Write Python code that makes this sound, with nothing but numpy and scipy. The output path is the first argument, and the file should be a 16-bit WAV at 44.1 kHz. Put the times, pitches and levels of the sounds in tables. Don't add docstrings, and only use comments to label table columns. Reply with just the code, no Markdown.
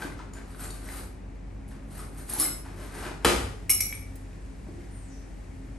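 import sys
import numpy as np
from scipy import signal
from scipy.fft import rfft, irfft
from scipy.io import wavfile
from scipy.ndimage import uniform_filter1d

SR = 44100
rng = np.random.default_rng(int(sys.argv[2]) if len(sys.argv) > 2 else 0)


def bounce(signal):
    frames = np.transpose(np.atleast_2d(signal))
    limited = np.clip(frames, -1, 1)
    pcm = np.round(limited * 32767).astype(np.int16)
    wavfile.write(sys.argv[1], SR, pcm)


def volts_from_db(level):
    exponent = np.asarray(level, float) / 20
    return 10 ** exponent


N = 254888
HZ = np.maximum(np.fft.rfftfreq(N, 1 / SR), 1)
SECONDS = np.arange(N) / SR


def rms_one(x):
    return x / np.sqrt(np.mean(x ** 2) + 1e-20)


def in_time(rows):
    s, *columns = np.transpose(rows)
    return [np.interp(SECONDS, s, c, left=-120, right=-120) for c in columns]


def at_hz(points, hz):
    table_hz, values = np.transpose(points)
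    return np.interp(np.log(hz), np.log(table_hz), values)


def colour(x, spectrum):
    cepstrum = irfft(np.log(volts_from_db(at_hz(spectrum, HZ))), N)
    cepstrum[1:N // 2] *= 2
    cepstrum[N // 2 + 1:] = 0
    return irfft(rfft(x) * np.exp(rfft(cepstrum)), N)


def alike_pair(length, likeness):
    mid, side = rfft(rng.standard_normal((2, length)))
    alike = np.clip(at_hz(likeness, np.fft.rfftfreq(length, 1 / SR) + 1), -1, 1)
    shared = np.sqrt(0.5 + alike / 2) * mid
    opposed = np.sqrt(0.5 - alike / 2) * side * [[1], [-1]]
    return irfft(shared + opposed, length)


def clicks_at(times, heights):
    out = np.full(N, 1e-18)
    np.add.at(out, (np.asarray(times) * SR).astype(int), heights)
    return out


def grains(per_s, spread_db):
    sizes = volts_from_db(spread_db * np.minimum(rng.exponential(1, N), 4)) * rng.choice([-1, 1], N)
    return sizes * (rng.random(N) < per_s / SR) + 1e-18


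def ring(clicks, hz, t60):
    r = volts_from_db(-60 / (t60 * SR))
    w = 2 * np.pi * hz / SR
    return signal.lfilter([0, np.sin(w)], [1, -2 * r * np.cos(w), r * r], clicks)


def strike(hits, modes, scatter_db, contact_s):
    hits, out = np.array(hits), np.zeros(N)
    hardness = hits[:, 2] if hits.shape[1] > 2 else 0
    chance = rng.standard_normal((len(hits), len(modes)))
    first = int(hits[0, 0] * SR)
    span = slice(first - 1, first + SR)
    for k, (hz, level_db, t60) in enumerate(modes):
        blow_db = hits[:, 1] + level_db + scatter_db * chance[:, k] + hardness * np.log2(hz / 6000)
        blows = clicks_at(hits[:, 0], volts_from_db(blow_db))
        push = ring(blows[span], hz, contact_s * np.log(1000)) * 2 / (contact_s * SR)
        out[span] += ring(push, hz, t60)
    return out


def crack(hits, length_s):
    hits, n = np.array(hits), np.arange(1500)
    spray = rng.standard_normal(len(n)) * np.exp(-n / SR / length_s)
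    return signal.fftconvolve(clicks_at(hits[:, 0], volts_from_db(hits[:, 1])), spray)[:N]


# f/Hz, correlation
LIKENESS = [(60, 0.93), (130, 0.92), (290, 0.34), (640, 0.16), (1400, 0.12), (3100, 0.64), (7000, 0.22),
            (10000, 0.92), (12000, 0.2)]
# f/Hz, level/dB per Hz
AIR = [(30, -28), (45, -3.5), (146, -12.5), (190, -11.5), (240, -16), (300, -16.5), (420, -22.5),
       (730, -26), (1200, -33), (2260, -35.5), (3300, -46.5), (6000, -48.5), (9000, -50.5), (12000, -49.5)]
# f/Hz, rms level/dB, width/Hz
HUM = [(46.5, -42, .3), (59.4, -53.5, 1.5), (95, -63, 0.42), (95, -54.5, 4.14), (179, -66, 0.76),
       (267.9, -59.5, 3.05), (272.5, -58, 3.8), (340, -71.5, 6.6), (424.5, -65.5, 4.1), (533, -73, 1.096),
       (800, -73, 1.2)]
# t/s, f/Hz, level/dB
ENGINE = [
    (1.2, 68, -87),
    (1.6, 69, -53.5),
    (2.2, 73.1, -50.5),
    (2.9, 77.1, -59),
    (3.4, 80, -67),
]


def machines():
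    air = irfft(rfft(alike_pair(N, LIKENESS)) * volts_from_db(at_hz(AIR, HZ)), N)
    above_100_hz = irfft(rfft(air) * (HZ > 100), N)
    air *= volts_from_db(-47.5) / np.sqrt(np.mean(above_100_hz ** 2))
    peaks = sum(volts_from_db(level_db) / np.sqrt(np.pi * width / SR) / (1 + ((HZ - hz) / width) ** 2)
                for hz, level_db, width in HUM[1:])
    lines = irfft(rfft(rng.standard_normal(N)) * peaks, N)
    compressor_hz, compressor_db = HUM[0][:2]
    compressor = volts_from_db(compressor_db) * np.sqrt(2) * np.sin(2 * np.pi * compressor_hz * SECONDS)
    hz, level_db = in_time(ENGINE)
    turns = 2 * np.pi * np.cumsum(hz) / SR
    engine = volts_from_db(level_db) * (np.sin(2 * turns) + 0.7 * np.sin(3 * turns))
    return air + lines + compressor + engine


# t/s, level/dB
RUSTLE = [(0, -88), (3.9, -59), (4.2, -60), (4.6, -61.5), (4.8, -59), (5.1, -60), (5.4, -61.5),
          (5.78, -62.5)]
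# f/Hz, level/dB per Hz
CLOTH = [(500, -20), (1000, -13), (1800, 4.5), (2500, -3), (3500, -7), (6000, -6.5), (9000, -5.5),
         (11500, -8)]


def rustle():
    return volts_from_db(in_time(RUSTLE)[0]) * rms_one(colour(alike_pair(N, LIKENESS), CLOTH))


# t/s, swell/s, hold/s, wood rumble level/dB, cutlery jingle level/dB
SHOVES = [(0.028, 0.12, 0, -39.5, -39.5), (0.183, .025, 0.0024, -48, -69), (.334, 0.0034, .0, -51.5, -46),
          (0.37, 0.032, 0.024, -50.5, -76), (0.48, 0.054, 0.11, -57, -52.5),
          (0.606, 0.054, 0.057, -47.5, -37), (0.742, .05, 0.024, -55, -45.5), (0.89, 0.21, 0.11, -48, -40),
          (1.688, 0.013, .0, -73, -49), (1.71, 0.0067, 0.039, -56.5, -75), (1.908, .01, 0.02, -58, -48.5),
          (1.989, 0.16, 0.018, -48.5, -40.5), (2.191, 0.15, 0.021, -53, -44),
          (2.299, 0.056, .09, -45.5, -32), (2.398, 0.038, 0.03, -40.5, -23.5),
          (2.655, 0.063, .02, -49.5, -93), (2.8, 0.21, 0.068, -49, -48.5), (2.949, 0.11, 0.075, -44, -43.5),
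          (3.043, 0.071, 0.032, -40, -49), (3.228, 0.041, .005, -51, -59)]


def effort(level_db, fall_db_per_s):
    s, swell, hold = np.transpose(SHOVES)[:3, :, None]
    coarse = SECONDS[::16]
    rising = 30.5 * (s - coarse) / np.maximum(swell, 1e-3)
    falling = fall_db_per_s * (coarse - s - np.maximum(hold, 0))
    under_db = np.clip(np.maximum(rising, falling), 0, 200)
    power = np.sum(volts_from_db(level_db[:, None] - under_db) ** 2, axis=0)
    return np.interp(SECONDS, coarse, np.sqrt(power))


# f/Hz, level/dB per Hz
RUMBLE = [(88, -12.5), (150, -6), (391, -0.5), (457, -11), (643, -7.5), (1320, -9.5), (1570, -8),
          (3330, -21.5), (9000, -27), (11700, -30.5), (19800, -120)]
# f/Hz, level/dB per Hz
JINGLE = [(1500, -35.5), (2500, -13.5), (6800, -15.5), (8900, -5), (10300, -1), (11500, -3.5),
          (13000, -6.5), (15000, -13)]


def drawer():
    wood_db, steel_db = np.transpose(SHOVES)[3:]
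    rumble = rms_one(colour(grains(2500, spread_db=0.0), RUMBLE))
    touches = grains(1500, spread_db=1.5)
    dealt = rng.integers(0, 40, N)
    pitches = np.geomspace(4000, 15000, 40) * volts_from_db(0.1785 * rng.standard_normal(40))
    steel = sum(ring(touches * (dealt == k) + 1e-18, hz, t60=0.04) for k, hz in enumerate(pitches))
    jingle = rms_one(colour(rms_one(steel) + 1.27 * rms_one(touches), JINGLE))
    rolling = effort(wood_db + 1, fall_db_per_s=146.5) * rumble
    return rolling + effort(steel_db - 6.0, fall_db_per_s=225) * jingle


# t/s, peak level/dB, f/Hz
WOOD_KNOCKS = [(0.022, -27.5, 1543), (.03, -39, 890), (.05, -30, 285), (.12, -45, 1980), (0.191, -39, 1320),
               (.201, -39, 995), (0.368, -45, 1590), (0.547, -44, 1480), (.595, -41, 1440),
               (0.749, -46, 1160), (.968, -50, 1800), (.888, -37.5, 2050), (1.716, -48.5, 1870),
               (1.952, -48.5, 1820), (1.995, -44, 1220), (2.337, -37, 826), (2.363, -38, 850),
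               (2.399, -34.5, 2110), (2.404, -34, 1140), (2.428, -30.5, 1220), (2.453, -34, 2105),
               (2.66, -42.5, 875), (2.954, -58, 1610), (3.056, -38.5, 1550), (3.262, -18.5, 267),
               (4.33, -54, 2540), (4.667, -45.5, 613), (4.669, -36.5, 185), (4.686, -35, 328),
               (4.781, -38, 340), (4.805, -53, 2110)]
# t/s, peak level/dB, f/Hz
STEEL_TICKS = [(0.336, -39, 7030), (0.588, -48, 8800), (.607, -45, 11500), (.62, -40, 8900),
               (.64, -37, 7400), (.635, -35, 15400), (0.705, -40.5, 4470), (0.703, -43, 3860),
               (.706, -34.5, 8860), (.707, -43, 6950), (1.679, -60, 9100), (1.68, -50, 11100),
               (1.95, -44, 11100), (1.994, -58, 9100), (1.996, -49, 5330), (2.182, -37.5, 9200),
               (2.399, -13.5, 9250), (2.798, -50, 8420), (3.808, -22, 5780), (3.833, -27, 11300),
               (3.890, -42, 11300), (3.926, -27.5, 2290), (3.951, -34.5, 8930), (4.157, -34, 15200),
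               (4.156, -46, 10840), (4.158, -34, 12900)]
# t/s, peak level/dB, f/Hz
FREE_RINGS = [(.925, -43, 15000), (.96, -42, 14700), (1.68, -52, 14800), (1.95, -48, 14850),
              (1.995, -47, 14850), (2.182, -45, 14850), (2.295, -36, 14800), (2.296, -39, 8830),
              (2.296, -31.5, 11200), (2.336, -23.5, 11000), (3.83, -35, 14900), (2.385, -39.5, 335),
              (2.404, -33.5, 319.6), (3.44, -37.5, 95), (3.38, -32.5, 14430), (3.806, -31, 7770),
              (3.927, -46, 2280)]
KINDS = [
    (.04, 3.2, .45),
    (.03, 1.6, 0.29),
    (.006, 1.4, .06),
]


def knocks():
    out = np.zeros(N)
    wood, steel, free = KINDS
    slope = -0.15
    rows = [(*row, 0.064 * (row[2] / 1000) ** slope, *wood) for row in WOOD_KNOCKS]
    rows += [(*row, 0.038, *steel) for row in STEEL_TICKS]
    rows += [(*row, 0.2 * (row[2] / 1000) ** slope, *free) for row in FREE_RINGS]
    t = SECONDS[:12000]
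    for s, level_db, hz, t60, spread, top, share in rows:
        start = int(s * SR)
        detune = 1 + spread * rng.standard_normal(3) * [0, 1, 1]
        cluster = np.sin(2 * np.pi * hz * np.outer(detune, t)).T @ [1, 0.6, 0.6]
        edges_hz = [hz / 1.4, np.clip(hz * top, hz, 0.45 * SR)]
        band = signal.butter(2, edges_hz, "band", fs=SR, output="sos")
        tick = signal.sosfilt(band, rng.standard_normal(len(t))) * np.exp(-t / 0.012)
        out[start:start + len(t)] += volts_from_db(level_db) * (cluster * volts_from_db(-60 * t / t60) / 2 + share * tick)
    return out


# t/s, level/dB, hardness/dB per octave
CLANK = [
    (2.397, -35, 13),
    (2.404, -41, 1),
    (2.412, -30, 5.5),
    (2.422, -27, -10.5),
    (2.432, -30.5, -10),
    (2.444, -36.5, 0.5),
    (2.458, -37.5, -0.5),
    (2.476, -44, 3),
]
# f/Hz, level/dB, t60/s
PILE = [(3854, -18, .14), (5265, -7, 0.25), (7980, -8, 0.25), (8400, -30, 0.11), (9250, -19, 0.037),
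        (9980, -4.5, .28), (10770, -5.5, 0.27), (11130, 7, 0.05), (11250, -12.5, 0.17), (11500, -15, 0.072),
        (12000, -12, 0.14), (12240, -12, .1), (12600, -11, .12), (12760, -10, .12), (13060, -4, .075),
        (14250, 6, 0.082), (14400, -3, 0.15), (14900, -1, .11)]


def clank():
    ringing = strike(CLANK, PILE, scatter_db=6.0, contact_s=0.0031)
    return ringing + volts_from_db(-17.5) * colour(crack(CLANK, length_s=0.008), JINGLE)


# t/s, level/dB
BANG = [
    (3.2468, -17.5),
    (3.248, -8.5),
    (3.2503, -7.5),
    (3.257, -21),
    (3.265, -22),
    (3.285, -24),
    (3.302, -20.5),
    (3.33, -28.5),
    (3.362, -26.5),
    (3.404, -32.5),
]
# f/Hz, level/dB per Hz
CABINET = [(29, -30.5), (50, -11), (190, -10.5), (260, -7.5), (400, -4), (600, -6), (850, -8), (1340, -8),
           (2220, -10), (2860, -12.5), (4000, -17.5), (8770, -20), (10100, -12.5), (11800, -21.5),
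           (13000, -31), (14500, -45), (22000, -120)]
# f/Hz, level/dB, t60/s
PANELS = [(62.5, -22, 0.37), (135, -33, 0.35), (251, -47, .14), (294, -40.5, 0.15), (352, -38.5, 0.35),
          (392, -36, 0.096), (443, -36.5, 0.065), (518, -37.5, .2), (750, -36, 0.11), (922, -38, 0.18),
          (1298, -32, .15), (1385, -34.5, .15), (1498, -32, 0.118), (1924, -26.5, .1), (2340, -32.5, .1),
          (2810, -36, .07), (3650, -35, 0.0785), (4000, -31.5, 0.059), (4657, -42.5, .08)]


def bang():
    since = SECONDS - BANG[0][0]
    after = (since > 0) * np.exp(-np.maximum(since, 0) / 0.071)
    rattle = volts_from_db(-22) * after * rms_one(grains(3000, spread_db=-0.5))
    broad = colour(crack(BANG, length_s=0.0019) + rattle, CABINET)
    return volts_from_db(16.0) * broad + volts_from_db(5.5) * strike(BANG, PANELS, scatter_db=3.5, contact_s=0.00069)


# t/s, level/dB, hardness/dB per octave
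BOUNCES = [
    (3.6945, -18, -4),
    (3.700, -12, 1),
    (3.709, -25, 6.5),
    (3.718, -36, 7.5),
    (3.8045, -18, -1),
]
# f/Hz, level/dB, t60/s
SPOON = [(2180, -14, 0.056), (2286, -18.5, 0.42), (2290, -33, 0.11), (2340, -20, 0.12), (2420, -27, .05),
         (2870, -24, 0.084), (2935, -25.5, 0.1003), (3550, -33.5, 0.0976), (4076, -20, 0.061),
         (4680, -33.5, .12), (5390, -25, 0.17), (5460, -29.5, .15), (5715, -18.5, 0.074),
         (6260, -22, 0.087), (6520, -28.5, .14), (8040, -27, .2), (8420, -12.5, 0.12), (8450, -19, 0.1),
         (8800, -15, .04), (9160, -8.5, .09), (9350, -31, 0.2), (9500, -16.5, .08), (9800, -12, 0.059),
         (11100, -16, .08), (11000, -32, .14), (11160, -14.5, .07), (11300, -7.5, .19), (11345, -8, .16),
         (10980, -9, .05), (11810, -16, .08), (11930, -23, .2), (12270, -22, .08), (12700, -16, .07),
         (12370, -11, .06), (14400, -18, .08), (14660, -9, .14), (15200, -20, .03)]
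# f/Hz, level/dB per Hz
COUNTER = [(100, -31.5), (340, -6.5), (700, -4.5), (1500, -12), (2300, -8), (4000, -17.5), (6000, -11),
           (9000, 3.5), (12000, 4.5)]


def spoon():
    ringing = strike(BOUNCES, SPOON, scatter_db=5.0, contact_s=0.00082)
    return ringing + volts_from_db(-4) * colour(crack(BOUNCES, length_s=0.0081), COUNTER)


# t/s, f/Hz, level/dB
SWISH = [
    (4.9, 9530, -60.5),
    (4.96, 9200, -58),
    (5.05, 7560, -65),
    (5.1, 5940, -61),
    (5.18, 5800, -68),
    (5.28, 5580, -84),
]


def swish():
    hz, level_db = in_time(SWISH)
    lowpass = signal.butter(2, 550, fs=SR, output="sos")
    rough = signal.sosfilt(lowpass, rng.standard_normal((2, N)))
    phase = 2 * np.pi * np.cumsum(hz) / SR
    return volts_from_db(level_db) * rms_one(rough[0] * np.cos(phase) + rough[1] * np.sin(phase))


# f/Hz, correlation
REFLECTED = [(60, 1), (130, 0.92), (400, 0.47), (1000, .1), (3000, 0.27), (6500, 0.2), (8000, 0.58),
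             (10300, 1), (12500, 0.4)]
# f/Hz, t60/s
DECAY = [(60, 1), (260, 0.62), (700, 0.58), (1800, 0.47), (5000, 0.49), (12000, 0.38), (14500, 0.26)]


def kitchen(x):
    hz, t, cells = signal.stft(alike_pair(SR, REFLECTED), SR, nperseg=256)
    fading = cells * volts_from_db(-60 * t / at_hz(DECAY, hz + 1)[:, None])
    tail = signal.istft(fading, SR, nperseg=256)[1]
    tail = tail * np.clip((np.arange(tail.shape[1]) / SR - 0.003) / 0.0057, 0, 1)
    return signal.fftconvolve(x[None], tail / np.sqrt(np.sum(tail ** 2) / 2), axes=1)[:, :N]


def scene():
    inside = drawer() + knocks() + clank() + bang()
    ringing = spoon()
    wet = kitchen(volts_from_db(-2.5) * inside + volts_from_db(-2.0) * ringing + volts_from_db(1.5) * swish())
    return inside + ringing + wet + rustle() + machines()


# f/Hz, level/dB
KEPT = [(7500, -120), (9500, -106), (10300, -100), (11300, -101), (11900, -79.5), (12500, -89),
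        (13200, -82), (14000, -77.5), (14800, -86), (15400, -74.5), (16000, -81)]
# f/Hz, level/dB
MASK = [(9900, -57.5), (10200, -20.5), (10600, -31), (12500, -36.5), (14000, -42), (16000, -44.5)]


def drop_faint_treble(left, right):
    hz, _, cells = signal.stft([left + right, left - right], SR, nperseg=2048)
    power = uniform_filter1d(np.abs(cells / 2) ** 2, size=8, axis=1)
    power = power[:, 4::8].repeat(8, axis=1)
    power = np.pad(power, ((0, 0), (0, 1), (0, 0)))
    loudest = power[:, hz > 7000].max(axis=(0, 1))
    masked = volts_from_db(at_hz(MASK, hz + 1))[:, None] ** 2 * loudest
    faint = volts_from_db(at_hz(KEPT, hz + 1))[:, None] ** 2
    kept = power > np.maximum(masked, faint)
    mid, side = signal.istft(cells * kept, SR, nperseg=2048)[1][:, :N] / 2
    return np.array([mid + side, mid - side])


def low_pass(x):
    return signal.sosfilt(signal.butter(12, 16510, fs=SR, output="sos"), x)


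# f/Hz, level/dB
PORT_BALANCE = [(60, 0.5), (300, 1.5), (800, 2), (3500, 2.5), (8000, 2.5), (14000, -2.3)]
# f/Hz, phase/rad
PORT_PHASE = [(100, 0), (1800, -.2), (2800, .6), (6200, .4), (7000, .1), (7600, .8), (8270, .2),
              (8960, -.9), (9650, -2.3), (10330, -3.3), (11020, -4.5), (11700, -5.8), (12400, -6.28),
              (13400, -6.6), (13900, -9.4), (14500, -10.6), (15100, -12.4), (16000, -12.6)]
# f/Hz, level/dB
MIC = [(1000, -0.27), (11500, 0.3), (12500, -12), (13200, -22), (13700, -21.5), (14300, -20),
       (14900, -14.5), (15600, -9.5), (16400, -56)]


def record(dry):
    apart = volts_from_db(at_hz(PORT_BALANCE, HZ) / 2) * np.exp(0.5j * at_hz(PORT_PHASE, HZ))
    ports = irfft(rfft(dry) * [apart, 1 / apart], N)
    softened = 0.6 * np.tanh(ports / 0.6)
    ports = colour(softened, MIC)
    bass_cut = signal.cheby2(8, 45, 33, "high", fs=SR, output="sos")
    mix = drop_faint_treble(*signal.sosfilt(bass_cut, ports))
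    return low_pass(mix)


dry = scene()
out = record(dry)
bounce(out)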